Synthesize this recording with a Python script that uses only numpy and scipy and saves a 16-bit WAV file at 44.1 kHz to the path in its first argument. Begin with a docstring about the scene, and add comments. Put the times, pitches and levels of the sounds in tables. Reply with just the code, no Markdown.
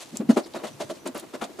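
"""A small room, heard up close: a bare hand mashes rice and wet gravy on a leaf.
Squelches run throughout, each a burst of tiny wet pops with small bubbles that ring and rise in pitch.
Soft low thumps, mostly early on, are damped resonances; air pockets ring in the same way, but higher.
Sticky films snap as short noise ticks; faint hisses and thin whistles near 6 kHz are bands of noise.
Beneath lie a faint wet crackle of sparse pops, a dull low rustle and a room hush of shaped noise."""
import sys
import numpy as np
from scipy import signal
from scipy.fft import rfft, irfft
from scipy.io import wavfile

SR = 44100
rng = np.random.default_rng(int(sys.argv[2]) if len(sys.argv) > 2 else 0)


def transcribe(u):
    """Save the signal u as a 16-bit wav file named by the first command-line argument.

    u: samples, shape (n,) or (channels, n), limited to [-1, 1]; the rate is SR.
    q: integer samples, one column per channel.
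    """
    v = np.clip(np.atleast_2d(u).T, -1, 1)
    q = np.round(v * 32767).astype(np.int16)
    wavfile.write(sys.argv[1], SR, q)


N = 70560  # length of the scene [samples]
WIDTH = 0.33  # side signal relative to the centre, for the close sounds


def amp(db):
    """Decibels to linear gain."""
    return 10 ** (np.asarray(db) / 20)


def unit(x):
    """Scales a sound to an RMS of one."""
    return x / np.sqrt(np.mean(x ** 2) + 1e-20)


def read(points, hz):
    """A spectrum read on a log-frequency axis."""
    f, value = np.transpose(points)
    return np.interp(np.log(hz + 1), np.log(f), value)


def level_over_time(points):
    """A gain curve that moves in straight dB lines between (time, level) points."""
    return amp(np.interp(np.arange(N) / SR, *np.transpose(points)))


def add(mix, s, sound):
    """Adds a sound into the mix at a time in seconds, trimmed to the scene."""
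    at = round(s * SR)
    sound = sound[..., max(-at, 0):]
    part = mix[:, max(at, 0):][:, :sound.shape[-1]]
    part += sound[..., :part.shape[1]]


def colour(x, points, size=4096):
    """Causal minimum-phase filter with the given spectrum."""
    log_gain = np.log(amp(read(points, abs(np.fft.fftfreq(size, 1 / SR)))))
    taps = np.fft.ifft(np.exp(signal.hilbert(log_gain).conj())).real[:size // 2]
    return signal.fftconvolve(x, taps[None], axes=1)[:, :x.shape[1]]


def spread(pair, width):
    """Left and right from a centre signal and a side signal."""
    centre, side = pair
    return np.array([centre + width * side, centre - width * side])


def level_burst(burst, length):
    """Gives each channel the energy of a unit-RMS sound of this length in seconds."""
    return burst * np.sqrt(length * SR) / np.linalg.norm(burst, axis=1, keepdims=True)


def pops(count, per_s, spread_db):
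    """Two random trains of tiny pops of uneven size and either polarity."""
    size = amp(spread_db * np.minimum(rng.exponential(1, (2, count)), 4.5))
    polarity = rng.choice([-1., 1.], (2, count))
    return size * polarity * (rng.random((2, count)) < per_s / SR)


def ring(hz, peak_db, rise_s, decay_s, sag=0):
    """A damped resonance pushed softly into motion; sag lowers its pitch, in octaves per second."""
    t = np.arange(SR // 6) / SR
    swell = np.sin(np.pi / 2 * np.minimum(t / rise_s, 1)) ** 2
    fade = 1 / np.cosh(np.maximum(t - rise_s, 0) / decay_s * 1.49)
    turns = np.cumsum(hz * 2 ** (-sag * (t - rise_s))) / SR  # the given pitch falls at the peak
    return amp(peak_db) * swell * fade * np.sin(2 * np.pi * turns)


# presses of the hand: (start [s], length [s], body level [dB], squish level [dB], fizz level [dB],
# left minus right [dB])
SQUELCHES = [ (0.004, 0.034, -67, -48.5, -44, 0), (0.134, 0.02, -44.5, -57.5, -60, 2),
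             (0.158, 0.0059, -43, -40.5, -42, 0), (0.205, 0.02, -33, -41.5, -61, 2.3),
             (0.294, 0.026, -25.5, -29, -39.5, 1.7), (0.369, 0.015, -22, -23.5, -37.5, 3.2),
             (0.385, 0.018, -33, -38, -43, -2), (0.459, 0.018, -42, -49.5, -51.5, 1.5),
             (0.546, 0.031, -36, -34.5, -47, 0.3), (0.595, .030, -50, -44, -72, 1),
             (0.637, 0.025, -35.5, -33, -45, 1.3), (0.664, 0.028, -70, -42.5, -47, -1),
             (0.794, .008, -57, -47, -53.5, 4), (0.804, 0.024, -37, -34.5, -39.5, 0.5),
             (0.83, 0.02, -46, -46, -50, -1), (0.898, 0.02, -36, -36.5, -43.5, .9),
             (0.944, 0.046, -54.5, -59, -58.5, 4), (1.059, 0.027, -33.5, -34, -42, -0.2),
             (1.151, 0.03, -37, -36, -45.5, 0.5), (1.182, 0.027, -55, -52, -45.5, .4),
             (1.225, 0.025, -44.5, -47, -63, 2), (1.338, 0.024, -38, -36, -47.5, 1),
             (1.416, .019, -36, -30, -44, 4.5), (1.437, 0.016, -44, -36.5, -42.5, -1.5),
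             (1.492, 0.032, -51, -51.5, -70, 3), (1.592, 0.016, -32, -37.5, -46, 0.5)]
# tone of the dull body, wet squish and fine fizz: (frequency [Hz], relative level [dB])
BODY = [(40, -47), (110, -40.5), (165, -12), (225, -0.5), (335, 1), (450, -3.5), (700, -21.5), (1500, -51)]
SQUISH = [(200, -30), (430, -9), (570, 1.5), (680, -1.5), (800, -6.5), (1100, -8.5), (1700, -16.5),
          (2800, -21.5), (6000, -42)]
FIZZ = [(700, -32.5), (1700, -4.5), (2800, -1), (4000, 1), (5000, -2), (7200, -1.5), (10000, -7),
        (13000, -17), (15500, -62)]
POPS_PER_S, POP_SPREAD_DB, FIZZ_SPREAD_DB = 7000, 3.0, 1.5
RISE_S, LOW_RELEASE_S = 0.0021, 0.0057  # body and squish
FIZZ_RISE_S, FIZZ_RELEASE_S = 0.0029, 0.0032
BODY_LEAD_S, SQUISH_LEAD_S = 0.00385, 0.001925  # how far each runs ahead of the fizz
ONSET_S = 0.02  # room before the start for the swell to build


def squelches():
    """Each press is a swarm of pops heard as dull body, wet squish and fine fizz."""
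    out = np.zeros((2, N))
    t = np.arange(SR // 8) / SR - ONSET_S
    for start, length, body_db, squish_db, fizz_db, pan_db in SQUELCHES:
        layers = (
            (BODY, body_db, BODY_LEAD_S, RISE_S, LOW_RELEASE_S, POP_SPREAD_DB),
            (SQUISH, squish_db, SQUISH_LEAD_S, RISE_S, LOW_RELEASE_S, POP_SPREAD_DB),
            (FIZZ, fizz_db, 0, FIZZ_RISE_S, FIZZ_RELEASE_S, FIZZ_SPREAD_DB))
        for spectrum, db, lead, rise, release, spread_db in layers:
            press = (1 + np.tanh(t / rise / 2)) * (1 - np.tanh((t - length) / release / 2))
            burst = colour(pops(len(t), POPS_PER_S, spread_db) * press, spectrum)
            burst = level_burst(burst, length)
            gains = amp([[db + pan_db / 2], [db - pan_db / 2]])
            add(out, start - ONSET_S - lead, spread(burst, WIDTH) * gains)
    return out


# air pockets that ring as they open: (start [s], pitch [Hz], peak level [dB], decay [s])
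POCKETS = [(0.366, 426, -16, 0.004), (0.378, 357, -18, 0.0063), (0.387, 684, -31, 0.014),
           (0.547, 590, -36, 0.016), (0.618, 476, -39, 0.019), (0.638, 713, -33.5, 0.0067),
           (0.802, 648, -25.5, 0.0099), (0.815, 597, -28.5, .009), (0.895, 597, -26, 0.0078),
           (0.908, 631, -30, 0.012), (1.063, 609, -35, 0.0094), (1.339, 596, -31, 0.012)]
POCKET_RISE_S = 0.0042


def air_pockets():
    """A pocket of air rings at a steady pitch, dying away fast."""
    out = np.zeros((2, N))
    for start, hz, db, decay in POCKETS:
        add(out, start, ring(hz, db, POCKET_RISE_S, decay))
    return out


BUBBLE_LOW_HZ, BUBBLE_HIGH_HZ = 895, 4580
BUBBLE_CYCLES = 5.1  # cycles for the ring to fall to 1/e
BUBBLE_GLIDE = 0.065  # depth of the upward glide
BUBBLE_DB, BUBBLE_TILT_DB = -6, -0.5  # level against the squish [dB], change per octave up [dB]


def bubbles(count=8):
    """Each press bursts a few small gravy bubbles, which ring briefly and rise in pitch."""
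    out = np.zeros((2, N))
    t = np.arange(SR // 25) / SR
    for start, length, _, squish_db, _, _ in SQUELCHES:
        for when, height, softness, side in rng.random((count, 4)):
            hz = BUBBLE_LOW_HZ * (BUBBLE_HIGH_HZ / BUBBLE_LOW_HZ) ** height
            age = t * hz / BUBBLE_CYCLES
            tone = np.sin(2 * np.pi * hz * t * (1 + BUBBLE_GLIDE * np.tanh(age / 2)))
            blip = tone * np.exp(-age) * np.minimum(t * hz, 1)  # fades in over one cycle
            tilt_db = BUBBLE_TILT_DB * np.log2(hz / BUBBLE_LOW_HZ)
            db = squish_db + BUBBLE_DB + tilt_db - 6 * softness
            pan = np.sqrt([[.5 + side], [1.5 - side]])
            add(out, start + when * length, amp(db) * blip * pan)
    return out


# soft low thumps: (start [s], pitch [Hz], peak level [dB], rise [s], decay [s])
THUMPS = [ (0.127, 231, -32.5, 0.018, 0.011), (0.193, 226, -19, 0.012, 0.0073),
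          (0.227, 252, -27, 0.0066, 0.0068), (0.244, 240, -33.5, 0.0089, 0.0074),
          (0.288, 236.2, -4, 0.015, 0.0063), (0.324, 255, -25.5, 0.0057, 0.011),
          (0.367, 250.7, -16.5, 0.014, 0.0048), (0.730, 134, -42, 0.017, .014),
          (0.838, 131, -41, 0.011, 0.0094), (0.912, 342, -37, 0.011, 0.011),
          (1.086, 251, -32.5, 0.0094, 0.012), (1.412, 225, -28.5, 0.015, 0.013),
          (1.498, 326, -36, 0.0065, 0.0092)]
THUMP_SAG_OCT_PER_S = 2.5


def thumps():
    """Soft, heavily damped low knocks whose pitch sags as the load settles."""
    out = np.zeros((2, N))
    for start, hz, db, rise, decay in THUMPS:
        add(out, start, ring(hz, db, rise, decay, THUMP_SAG_OCT_PER_S))
    return out


# sticky films snapping: (time [s], pitch [Hz], level [dB])
SNAPS = [(0.1706, 6630, -24.5), (0.537, 3720, -39), (0.670, 3960, -40.5), (0.686, 3300, -45),
         (1.074, 7700, -33), (1.146, 10100, -42), (1.1785, 11400, -38), (1.198, 10200, -35),
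         (1.441, 3860, -34)]
SNAP_DECAY_S = 0.0018
SNAP_OCTAVES = 0.31  # distance from the pitch where the peak is 6 dB down
SNAP_SKIRT_DB, SNAP_SKIRT_FALL_DB = -8.5, 9.5  # broad skirt under the peak, fall per octave squared


def snaps():
    """A film of gravy breaks with a short bright tick of noise around one pitch."""
    out = np.zeros((2, N))
    t = np.arange(SR // 30) / SR
    f = np.geomspace(100, 20000, 60)
    for start, hz, db in SNAPS:
        octaves = np.log2(f / hz)
        peak = -6 * (octaves / SNAP_OCTAVES) ** 2
        skirt = SNAP_SKIRT_DB - SNAP_SKIRT_FALL_DB * octaves ** 2
        shape = np.maximum(peak, skirt).clip(-70, 0)
        tick = rng.standard_normal((2, len(t))) * np.exp(-t / SNAP_DECAY_S)
        tick = level_burst(colour(tick, np.c_[f, shape]), SNAP_DECAY_S)
        add(out, start, amp(db) * spread(tick, WIDTH))
    return out


# faint hisses, and faint thin whistles near 6 kHz:
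# (start [s], length [s], pitch [Hz], width [Hz], level [dB])
HISSES_AND_WHISTLES = [(0.319, .045, 6160, 700, -54), (0.43, 0.029, 4700, 1810, -48.5),
                       (0.576, 0.019, 4130, 1000, -52.5), (0.945, 0.021, 4640, 2000, -54),
                       (0.673, .105, 5950, 130, -61), (0.831, 0.062, 6030, 130, -60),
                       (0.974, 0.081, 5960, 130, -59.5)]


def hisses_and_whistles():
    """Short bands of noise: wide ones hiss, and the narrowest are almost whistles."""
    out = np.zeros((2, N))
    size = 8192
    f = np.fft.rfftfreq(size, 1 / SR)
    for start, length, hz, width, db in HISSES_AND_WHISTLES:
        band = 1 / (1 + (2 * (f - hz) / width) ** 4)
        noise = unit(irfft(rfft(rng.standard_normal((2, size))) * band))
        swell = np.sqrt(np.hanning(min(round(length * SR), size)))
        add(out, start, amp(db) * spread(noise[:, :len(swell)], WIDTH) * swell)
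    return out


# level of the wet crackle: (time [s], level [dB])
CRACKLE_DB = [(0, -48), (.07, -54.5), (.15, -53), (.19, -52), (.24, -73), (.28, -64), (.33, -49.5),
              (.42, -54), (.47, -65), (.52, -57), (.70, -54), (.77, -59), (.94, -54), (1.02, -66),
              (1.25, -60), (1.3, -61.5), (1.6, -57)]
CRACKLES_PER_S, CRACKLE_SPREAD_DB = 1600, 2.5
FLOOR_WIDTH = 0.67  # side against centre, for crackle and hush


def crackle():
    """Wet rice crackles faintly: sparse pops with the tone of the fizz."""
    grains = colour(pops(N, CRACKLES_PER_S, CRACKLE_SPREAD_DB), FIZZ)
    return level_over_time(CRACKLE_DB) * unit(spread(grains, FLOOR_WIDTH))


# tone of the dull low rustle: (frequency [Hz], relative level [dB])
RUSTLE = [(30, -37), (80, -41), (130, -2), (180, -7.5), (300, -11.5), (800, -74)]
# level of the rustle: (time [s], level [dB])
RUSTLE_DB = [(0, -76), (.1, -73), (.135, -44), (.18, -53.5), (.28, -46), (.33, -40), (.4, -71), (.68, -63),
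             (.72, -48), (.79, -57), (.85, -51), (.96, -64), (1.6, -72)]


def rustle():
    """A dull low rustle: dark noise that swells and dips."""
    noise = colour(rng.standard_normal((2, N)), RUSTLE)
    return level_over_time(RUSTLE_DB) * unit(spread(noise, WIDTH))


# tone of the room hush: (frequency [Hz], relative level [dB])
HUSH = [(20, -25.5), (60, -11.5), (130, -5.5), (320, 3.5), (440, -0.5), (650, -5.5), (850, -5), (1500, -12),
        (4000, -18), (8000, -22), (12000, -24), (15500, -28.5)]
HUSH_DB = -49.5


def hush():
    """Steady room hush: wide noise, strongest in the low mids."""
    noise = colour(rng.standard_normal((2, N)), HUSH)
    return amp(HUSH_DB) * unit(spread(noise, FLOOR_WIDTH))


# how long the room rings: (frequency [Hz], time to fall 60 dB [s])
ROOM_T60 = [(150, 0.11), (600, 0.17), (3000, 0.13), (12000, 0.085)]
ROOM_DB, THUMP_ROOM_DB = -12, -28.5  # send of the wet sounds and of the thumps


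def room(x):
    """A short diffuse tail of noise, decaying at its own rate in each band, different at each ear."""
    hz, t, bands = signal.stft(rng.standard_normal((2, SR // 2)), SR, nperseg=256)
    decay = amp(-60 * t / read(ROOM_T60, hz)[:, None])
    tail = signal.istft(bands * decay, SR, nperseg=256)[1]
    tail *= np.minimum(np.arange(tail.shape[1]) / SR / 0.0034, 1)  # builds up over 3.4 ms
    return signal.fftconvolve(x, tail / np.linalg.norm(tail[0]), axes=1)[:, :N]


def scene():
    """Close wet sounds and thumps, their room tail, and the quiet bed beneath."""
    wet = squelches() + air_pockets() + bubbles() + snaps() + hisses_and_whistles()
    low = thumps()
    tail = room(amp(ROOM_DB) * wet + amp(THUMP_ROOM_DB) * low)
    return wet + low + tail + crackle() + rustle() + hush()


CUT_HZ = 15400


def record(dry):
    """The recorder's band limit: a steep low-pass."""
    low_pass = signal.firwin(255, CUT_HZ, window=("kaiser", 9), fs=SR)
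    return signal.oaconvolve(dry, low_pass[None], "same")


dry = scene()
out = record(dry)
transcribe(out)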